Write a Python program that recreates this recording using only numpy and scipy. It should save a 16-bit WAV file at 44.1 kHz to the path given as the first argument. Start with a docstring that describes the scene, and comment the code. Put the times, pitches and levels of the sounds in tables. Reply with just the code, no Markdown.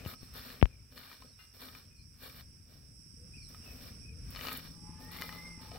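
"""A cow is milked by hand in the open, with insects singing over a low rumble and birds calling.
From the start, jets of milk drum into a metal can and spray hisses off them. In the first second a
finger knocks the phone beside its left microphone port; then the can's handle clinks. A far engine
chugs in, draws closer and speeds up. Near the end, over more spurts, the cow lows and a thin,
whistle-like overtone rises above her hum."""
import sys
import numpy as np
from scipy import signal
from scipy.fft import rfft, irfft
from scipy.io import wavfile
from scipy.ndimage import uniform_filter1d

SR = 44100
rng = np.random.default_rng(int(sys.argv[2]) if len(sys.argv) > 2 else 0)


def int16_out(signal):
    """Quantize to a 16-bit WAV file."""
    q = np.round(np.clip(np.atleast_2d(signal).T, -1, 1) * 32767)
    wavfile.write(sys.argv[1], SR, q.astype(np.int16))


N = 254898
TIME = np.arange(N) / SR

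# The two microphone ports. Each row: frequency in Hz, left minus right in dB for far sounds,
# the same for the nearby can, likeness from 0 to 1.
PORTS = [(60.5, 2.5, 2.5, .9), (203, 3.5, 3, 0.95), (391, 10.5, 8.5, 0.7), (1300, 7.5, 10.5, 0.2),
         (2400, 14, 8, 1), (4400, -2.5, 0.5, 0), (7250, -16.5, -6.5, 0.1), (8250, -18.5, -8, 0.05),
         (11060, -6.5, 1.5, 0), (15000, -2, -9.5, 0.05)]
# Faders of the background bed. Each row: time in seconds, then rumble, midrange hiss and insects in dB.
BED_LEVELS = [(0.0, -53, -61, -62.5), (0.14, -55.5, -73.5, -62), (0.53, -53.5, -60.5, -65),
              (0.76, -60, -76.5, -68), (1.56, -62.5, -77, -65), (1.82, -58.5, -76, -64),
              (2.75, -57, -77.5, -66), (3.25, -55.5, -74.5, -59.5), (3.72, -54, -65.5, -60),
              (4.12, -53, -75.5, -63), (4.33, -46.5, -62, -59), (4.49, -53, -52, -65),
              (4.65, -55.5, -78, -59.5), (5.07, -53.5, -69, -60.5), (5.55, -55.5, -68.5, -60),
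              (5.78, -52.5, -64.5, -58.5)]
# Tone colours of the bed. Each row: frequency in Hz, relative spectral level in dB.
RUMBLE_EQ = [(15, -41), (25, -20.5), (49, -1.5), (92, -2.5), (202, -13.5), (246, -18.5), (485, -33),
             (600, -44), (780, -63), (1320, -120)]
MID_HISS_EQ = [(450, -7.5), (600, -8.5), (900, -11), (1530, -6), (2000, -8), (2500, -2), (3200, -12),
               (4400, -16), (6500, -22.5), (9000, -25)]
INSECT_EQ = [(4500, -28), (4850, -9.5), (5350, 0), (5650, -2.5), (6100, -20), (6600, -56), (7700, -22.5),
             (8250, -8.5), (8700, -23), (9800, -23.5), (10700, -14.5), (11500, -30.5)]
MIC_HISS_EQ = [(6000, -5.5), (9000, -5), (12000, 0), (16500, -3.5)]
# Exhaust pipe modes. Each row: frequency in Hz, time to fade 60 dB in seconds, gain in dB.
PIPE_MODES = [(84, 0.21, -13), (154, 0.055, -6), (231, 0.03, 4), (281, 0.061, -10)]
# Short bird notes. Each row: start and length in seconds, first and last pitch in Hz, level in dB.
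CHIRPS = [(.16, .09, 4320, 4230, -74), (.7, .1, 2460, 2250, -78), (1.25, .09, 4600, 3800, -75),
          (1.9, .15, 2480, 2360, -79), (1.96, .07, 4270, 4180, -75), (2., .045, 4850, 4600, -73),
          (3.325, .04, 2460, 2760, -68), (3.365, .065, 2520, 2320, -68), (3.365, .1, 4880, 3900, -68),
          (3.62, .035, 2800, 2950, -69), (3.655, .075, 2620, 2500, -67), (4.02, .12, 2500, 2420, -70)]
COOS = [(3.17, 0.092, 464, 520, -69), (4.09, 0.112, 443, 495, -68.5)]
# The cow's low. Each row: time in seconds, pitch in Hz, level in dB, mouth opening in dB.
MOO = [(4.5, 147.2, -60, -30), (4.6, 155.5, -57.5, -37), (4.7, 166.5, -60, -19),
       (4.89, 168.4, -55.5, -14.5), (5.02, 173.4, -61, -7), (5.37, 170.1, -56.5, -8.5),
       (5.56, 169.6, -57, -12.5), (5.62, 176.6, -64.5, 0), (5.78, 170.7, -62, -7)]
# Colour of her open mouth. Each row: frequency in Hz, gain in dB.
MOUTH_EQ = [(500, -76), (860, 2), (1030, -9), (1200, -5), (1500, -28), (2000, -18), (2500, -9)]
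# The thin overtone above her low. Each row: time in seconds, pitch in Hz, level in dB.
OVERTONE = [(4.95, 1690, -78.5), (5.05, 1834, -65.5), (5.13, 1960, -61), (5.2, 2095, -60.5),
            (5.33, 2010, -55), (5.45, 2090, -54.5), (5.54, 2119, -58.5), (5.62, 1990, -75)]
# Finger knocks. Each row: time in seconds, dip level in dB and width in ms, click level in dB,
# swing level in dB, pitch in Hz and length in ms, left minus right in dB.
KNOCKS = [(0.0615, -28.5, 0.31, -46, -30, 69, 17, 5.5), (.2315, -34.5, 1., -53, -54, 60, 15, 17),
          (0.615, -41, 0.55, -26.5, -34.5, 150, 13, 8), (.62735, -1, .24, -21, -7.3, 45, 20, 33),
          (0.6566, -21.5, 0.14, -30, -36, 62.4, 11, 10)]
# Handle modes. Each row: frequency in Hz, gain in dB, time to fade 60 dB in seconds.
HANDLE_MODES = [(1290, -13, 0.38), (1500, -8.5, 0.19), (2070, -12.5, 0.42), (2476, -11, 0.23),
                (2790, -5.5, 0.38), (3400, -19.5, 0.26), (3880, -29, 0.24)]
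# Handle clinks and fine spits of spray. Each row: start in seconds, level in dB.
CLINKS = [(1.391, -55.5)]
SPITS = [(0.0765, -35.5), (0.3391, -40), (0.9901, -43), (3.489, -46), (3.8367, -41), (4.305, -34.5),
         (4.529, -26), (4.572, -26.5), (4.6422, -42), (5.118, -36), (5.1706, -36), (5.215, -30),
         (5.2944, -45)]
# The can's wall modes. Each row: frequency in Hz, bandwidth in Hz, gain in dB.
CAN_MODES = [(1266, 12, -0.5), (1655, 190, 1), (1893, 150, 6), (2390, 87, 7), (2966, 33, 1), (3700, 200, 5),
             (4300, 640, 12.5)]
# Heavy drops on the can. Each row: start in seconds, level in dB, strongest ring in Hz.
SPLATS = [(0.051, -40, 2980), (0.062, -38.5, 2770), (0.138, -41.5, 1290), (0.3565, -59, 3700),
          (0.3806, -47, 1790), (0.5019, -38, 1800), (0.541, -47, 1720), (0.9782, -38.5, 4370),
          (1.115, -46, 1260), (1.2221, -41.5, 1056), (1.6862, -40, 3580), (1.7508, -41, 2370),
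          (2.2981, -43.5, 2320), (2.3984, -48.5, 4000), (3.5466, -44.5, 1280), (4.35, -37.5, 5200),
          (4.361, -32, 4300), (4.371, -36, 2950), (4.392, -35.5, 1960), (4.4112, -34.5, 2980),
          (4.4519, -32.5, 1320), (4.466, -38, 2780), (4.4705, -29, 2900), (4.4849, -29.5, 1230),
          (4.492, -32, 2780), (4.519, -36, 1220), (4.563, -43, 2980), (5.149, -45, 1330),
          (5.2127, -35, 2070), (5.2211, -26.5, 2040), (5.2924, -33.5, 1880), (5.3261, -34, 1210),
          (5.7173, -38, 690), (5.7588, -36.5, 770)]
# Tone colours of the milk. Each row: frequency in Hz, relative spectral level in dB.
SPLASH_EQ = [(780, -36), (900, -28), (1150, -0.5), (1900, -23), (2120, -2.5), (2350, -6), (2800, -3),
             (3300, -4.5), (3700, -21.5), (4800, 1.5), (5600, 5.5), (6300, -4), (7800, -15), (8600, -18)]
SPRAY_EQ = [(7000, -9), (8300, -10), (10000, -5.5), (13300, 2), (16500, 0.5)]
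SLOSH_EQ = [(150, -10.5), (250, -2), (500, 1), (800, -10), (1000, -32.5)]
# Spurts of milk. Each row: moment of full flow, rise, hold and fall in seconds, spray level in dB,
# then drumming and slosh in dB relative to the spray.
SPURTS = [(.0, .01, .06, 0.038, -68, 1, 9.5), (0.075, 0.041, 0.065, 0.021, -55, 2.5, -2),
          (0.223, .03, 0.07, .08, -69, 3, -3), (.365, 0.043, 0.15, 0.12, -51, 3, -3),
          (0.919, 0.014, .05, 0.046, -65, 0.5, 0), (0.972, 0.022, .16, 0.098, -60, 5.5, -10),
          (1.205, .012, 0.033, 0.069, -73, 7.5, 6.5), (1.402, 0.035, 0.049, 0.071, -72, 4.5, -23),
          (1.543, 0.02, 0.028, .04, -67, 0.5, -4), (1.61, 0.03, 0.19, 0.076, -60.5, 4, -5),
          (2.243, 0.072, 0.085, 0.07, -58, 2.5, -5.5), (2.366, 0.059, 0.038, 0.043, -61.5, 3, -8),
          (2.713, 0.053, 0.071, 0.13, -71.5, 3, 4), (3.498, 0.016, 0.047, 0.072, -64.5, 0.5, -1),
          (3.676, 0.12, 0.1, .05, -63, -3.5, 2), (3.828, 0.074, 0.049, 0.094, -61.5, 2.5, 0),
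          (4.316, 0.057, 0.13, .08, -56.5, 0, -3.5), (4.449, 0.11, 0.14, 0.13, -52.5, 4.5, -6.5),
          (5.006, .015, 0.082, 0.042, -64, 1, 6.5), (5.118, 0.013, 0.036, .04, -55.5, 6, -25),
          (5.166, 0.024, 0.12, 0.18, -51.5, 3.5, -2.5), (5.616, 0.016, .07, .06, -67, 6, 4),
          (5.743, 0.059, 0.049, 0.078, -66, 8, 9)]


def undb(db):
    return 10 ** (np.asarray(db) / 20)


def unit(x):
    return x / np.sqrt(np.mean(x ** 2))


def curves(rows):
    """Columns of a table joined by straight lines in time."""
    times, *columns = np.transpose(rows)
    return [np.interp(TIME, times, column) for column in columns]


def on_hz(rows, hz, column=1):
    """One column of a table read on a log-frequency axis."""
    rows = np.array(rows)
    return np.interp(np.log(hz + 1), np.log(rows[:, 0]), rows[:, column])


def colour(x, eq):
    """Apply an EQ curve, silent beyond its ends; RMS 1."""
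    hz = np.fft.rfftfreq(N, 1 / SR)
    inside = (hz > eq[0][0]) & (hz < eq[-1][0])
    return unit(irfft(rfft(x) * undb(on_hz(eq, hz)) * inside, N))


def ring(x, hz, t60):
    """One mode: a decaying sine for every push."""
    r, turn = np.exp(-np.log(1000) / (t60 * SR)), 2 * np.pi * hz / SR
    return signal.lfilter([0, r * np.sin(turn)], [1, -2 * r * np.cos(turn), r * r], x)


def ring_time(width_hz):
    """Seconds for a mode of this bandwidth to fade 60 dB."""
    return np.log(1000) / np.pi / width_hz


def walk(rate):
    """Smooth random drift, rate new values a second; RMS 1."""
    hold = int(SR / rate)
    steps = np.repeat(rng.standard_normal(N // hold + 1), hold)
    return unit(uniform_filter1d(uniform_filter1d(steps, hold), hold)[:N])


def patter(rate, scatter_db):
    """Random clicks of either sign; a few are much bigger than the rest."""
    hit = rng.random(N) < rate / SR
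    return hit * rng.standard_normal(N) * undb(scatter_db * rng.exponential(size=N))


def ports(make, wide, near):
    """Two ports of unlike colour hear nearly the same bass but mostly their own treble."""
    hz = np.fft.rfftfreq(N, 1 / SR)
    like = np.clip(1 - wide * (1 - on_hz(PORTS, hz, column=3)), 0, 1)
    mid, side = rfft(make()) * np.sqrt(1 + like), rfft(make()) * np.sqrt(1 - like)
    tilt = undb(on_hz(PORTS, hz, column=2 if near else 1) / 2)
    norm = 2 / (tilt + 1 / tilt) / np.sqrt(1 + like)
    return irfft(np.array([(mid + side) * tilt, (mid - side) / tilt]) * norm, N)


def pan(x, left_db):
    return x * undb(np.array([[left_db], [-left_db]]) / 2)


def add(out, start, sound):
    i = int(start * SR)
    out[:, i:i + sound.shape[1]] += sound[:, :N - i]


def background_bed():
    """Rumble, shimmering insects, microphone hiss and a faint midrange hiss that swells with spurts."""
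    shimmer_db = 1.5 * walk(6), 1.5 * walk(8), 1.2 * walk(12)
    gains = undb(np.array(curves(BED_LEVELS)) + shimmer_db)
    layers = [*zip((RUMBLE_EQ, MID_HISS_EQ, INSECT_EQ), gains), (MIC_HISS_EQ, undb(-79))]

    def bed():
        return sum(colour(rng.standard_normal(N), eq) * gain for eq, gain in layers)
    return ports(bed, wide=1, near=False)


def far_engine(start=2.37, idle_hz=13.02, fast_hz=16.2, speed_up_s=(3.75, 4.7)):
    """Each firing of a slow single cylinder thumps the pipe, a little uneven in force and timing."""
    since = np.maximum(TIME - start, 0)
    cycles = np.cumsum(np.interp(TIME, speed_up_s, (idle_hz, fast_hz)) * (since > 0)) / SR
    level_db = -47.5 - 16.5 * np.exp(-since / .86)  # swells as it closes in
    fired = np.flatnonzero(np.diff(np.floor(cycles)))
    timing, force = rng.standard_normal((len(fired), 2)).T
    jittered = np.clip(fired + (.003 * SR * timing).astype(int), 0, N - 1)
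    pushes = np.zeros(N)
    pushes[jittered] = undb(level_db[fired] + 2.5 * force)
    puffs = np.convolve(pushes, np.hanning(130) / 65)[:N]  # softened to 3 ms
    return pan(sum(undb(db) * ring(puffs, hz, t60) for hz, t60, db in PIPE_MODES), left_db=4.6)


def bird_note(start, length, first_hz, last_hz, db, bend=1.5, arch_db=6):
    """Time, pitch and level rows of one note: it glides fastest late and is loudest in the middle."""
    progress = np.linspace(0, 1, num=9)
    hz = first_hz + (last_hz - first_hz) * progress ** bend
    return np.transpose([start + length * progress, hz, db - arch_db * (2 * progress - 1) ** 2])


def birds_and_cow_overtone():
    """Near-sine tones blurred by echoes: raspy chirps, soft coos and a thin overtone over the low."""
    calls = [(OVERTONE, .35)]
    calls += [(bird_note(*row), .75) for row in CHIRPS]
    calls += [(bird_note(*row), .25) for row in COOS]
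    out, waver, rasp = 0, walk(120), walk(300)
    for call, rough in calls:
        hz, db = curves(call)
        gate = np.clip(np.minimum(TIME - call[0][0], call[-1][0] - TIME) / .0013, 0, 1)
        tone = np.sqrt(2) * np.sin(2 * np.pi * np.cumsum(hz * (1 + .02 * rough * waver)) / SR)
        left_db = 2.5 if call is OVERTONE else on_hz(PORTS, call[1][1])
        out = out + pan(gate * undb(db) * (1 + rough * rasp) * tone, left_db)
    echoes = rng.standard_normal((2, 3000)) * undb(-60 * TIME[:3000] / .15)
    return out + undb(-30) * signal.fftconvolve(out, echoes, axes=1)[:, :N]


def cow():
    """A low hum; upper partials, a little hoarse, come out as the mouth opens."""
    hz, level_db, mouth_db = curves(MOO)
    phase = 2 * np.pi * np.cumsum(hz * (1 + .007 * walk(30))) / SR
    hum = np.sin(phase) + undb(-18.5) * np.sin(2 * phase)
    upper = sum(undb(on_hz(MOUTH_EQ, k * hz) + 2.8 * walk(13)) * np.sin(k * phase) for k in range(3, 13))
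    hoarseness = 1 + .5 * walk(150)
    voice = np.sqrt(2) * undb(level_db) * (hum + undb(mouth_db) * upper * hoarseness)
    fade_in = np.clip((TIME - MOO[0][0]) / .061, 0, 1)
    return pan(voice * fade_in, left_db=7.6)


def finger_knocks(lead_s=.004):
    """A sharp pressure dip and a click at the left port; the casing swings back, slowing as it settles."""
    out = np.zeros((2, N))
    t = np.arange(4000) / SR - lead_s
    after = np.maximum(t - .0004, 0)
    for moment, dip_db, dip_ms, click_db, swing_db, hz, swing_ms, left_db in KNOCKS:
        dip = -undb(dip_db) * np.exp(-np.abs(t * 1000 / dip_ms) ** 1.3)
        click = undb(click_db) * np.cos(2 * np.pi * 2600 * t) * np.exp(-(t / .00035) ** 2)
        turns = hz * after + .6 * (1 - np.exp(-after / .0053))
        swing = undb(swing_db) * np.exp(-(after * 1000 / swing_ms) ** 1.7) * np.sin(2 * np.pi * turns)
        thump = dip + swing
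        add(out, moment - lead_s, np.array([thump - click, thump * undb(-left_db)]))
    return out


def handle_clink():
    """The metal handle is struck and its modes ring out."""
    out, t = np.zeros((2, N)), TIME[:SR // 2]
    clink = sum(undb(db - 60 * t / t60) * np.sin(2 * np.pi * hz * t) for hz, db, t60 in HANDLE_MODES)
    for start, db in CLINKS:
        add(out, start, pan(undb(db) * clink, left_db=13))
    return out


def spray_spits():
    """Fine spray spits in tiny bursts of bright hiss."""
    out, t = np.zeros((2, N)), TIME[:3000]
    for start, db in SPITS:
        spit = np.diff(rng.standard_normal(len(t) + 3), 3) * np.exp(-t / .0029)
        add(out, start, pan(undb(db) * spit / np.abs(spit).max(), left_db=-8))
    return out


def heavy_drops():
    """Each drop gives a crack, a short ring at the spot struck, and the whole can behind it."""
    out, t = np.zeros((2, N)), TIME[:3000]
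    can = sum(undb(db) * np.sin(2 * np.pi * hz * t) * np.exp(-np.pi * width * t)
              for hz, width, db in CAN_MODES)
    for start, db, hz in SPLATS:
        burst = rng.standard_normal(len(t)) * np.exp(-t / .0006)
        crack = signal.lfilter(*signal.butter(4, min(4 * hz, 5000), fs=SR), burst)
        spot = np.sin(2 * np.pi * hz * t) * np.exp(-t / (.003 + 2.5 / hz))
        add(out, start, pan(undb(db) * (.4 * spot + .092 * can + .84 * crack), left_db=6.9))
    return out


def milk_flow(rise_db=18.5, sag_db_per_s=23, fall_db=(19.5, 17, 10)):
    """Gains of spray, drumming and slosh: a spurt builds, weakens while the hand holds and falls away."""
    power = np.zeros((3, N))
    for full, rise, hold, fall, spray_db, drum_db, slosh_db in SPURTS:
        levels_db = spray_db + np.array([[0], [drum_db], [slosh_db]])
        attack = rise_db * np.maximum(full - TIME, 0) / rise
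        sag = sag_db_per_s * np.clip(TIME - full, 0, hold)
        release = np.outer(fall_db, np.maximum(TIME - full - hold, 0) / fall)
        power += undb(levels_db - attack - sag - release) ** 2
    return np.sqrt(power)


def milk_jets():
    """Drops patter on the can: its walls and air ring, froth pops, milk sloshes and spray hisses."""
    gains = milk_flow()
    surge = undb(2.22 * walk(30) + 1.1 * walk(11))
    bubble_hz = 1000 * 2 ** np.linspace(0, 2.3, num=12)

    def stream():
        drops = patter(rate=5000, scatter_db=2.2) * surge
        walls = unit(sum(undb(db) * np.sqrt(width) * ring(drops, hz, ring_time(width))
                         for hz, width, db in CAN_MODES))
        froth = unit(sum(ring(patter(120, 3.3), hz, 25 / hz) * np.sqrt(hz) for hz in bubble_hz))
        splash = colour(unit(drops) + .6 * froth, SPLASH_EQ)
        drumming = undb(-1) * walls + undb(-7) * splash
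        gulps = patter(rate=900, scatter_db=1.23) * surge
        can_air = unit(ring(gulps, hz=262, t60=ring_time(width_hz=25)))
        slosh = colour(gulps, SLOSH_EQ) + undb(.95) * can_air
        spray = colour(patter(rate=8700, scatter_db=2) * surge, SPRAY_EQ)
        return np.sum(gains * [spray, drumming, slosh], axis=0)
    return ports(stream, wide=.93, near=True)


def scene():
    """Close milking in front, the animals and the outdoors behind."""
    milking = milk_jets() + heavy_drops() + spray_spits() + handle_clink()
    return milking + finger_knocks() + cow() + birds_and_cow_overtone() + far_engine() + background_bed()


def record(dry):
    """The phone cuts the top steeply above 15.8 kHz."""
    lowpass = signal.ellip(10, .2, 60, 15800, fs=SR, output="sos")
    return np.clip(signal.sosfilt(lowpass, dry), -1, 1)


dry = scene()
out = record(dry)
int16_out(out)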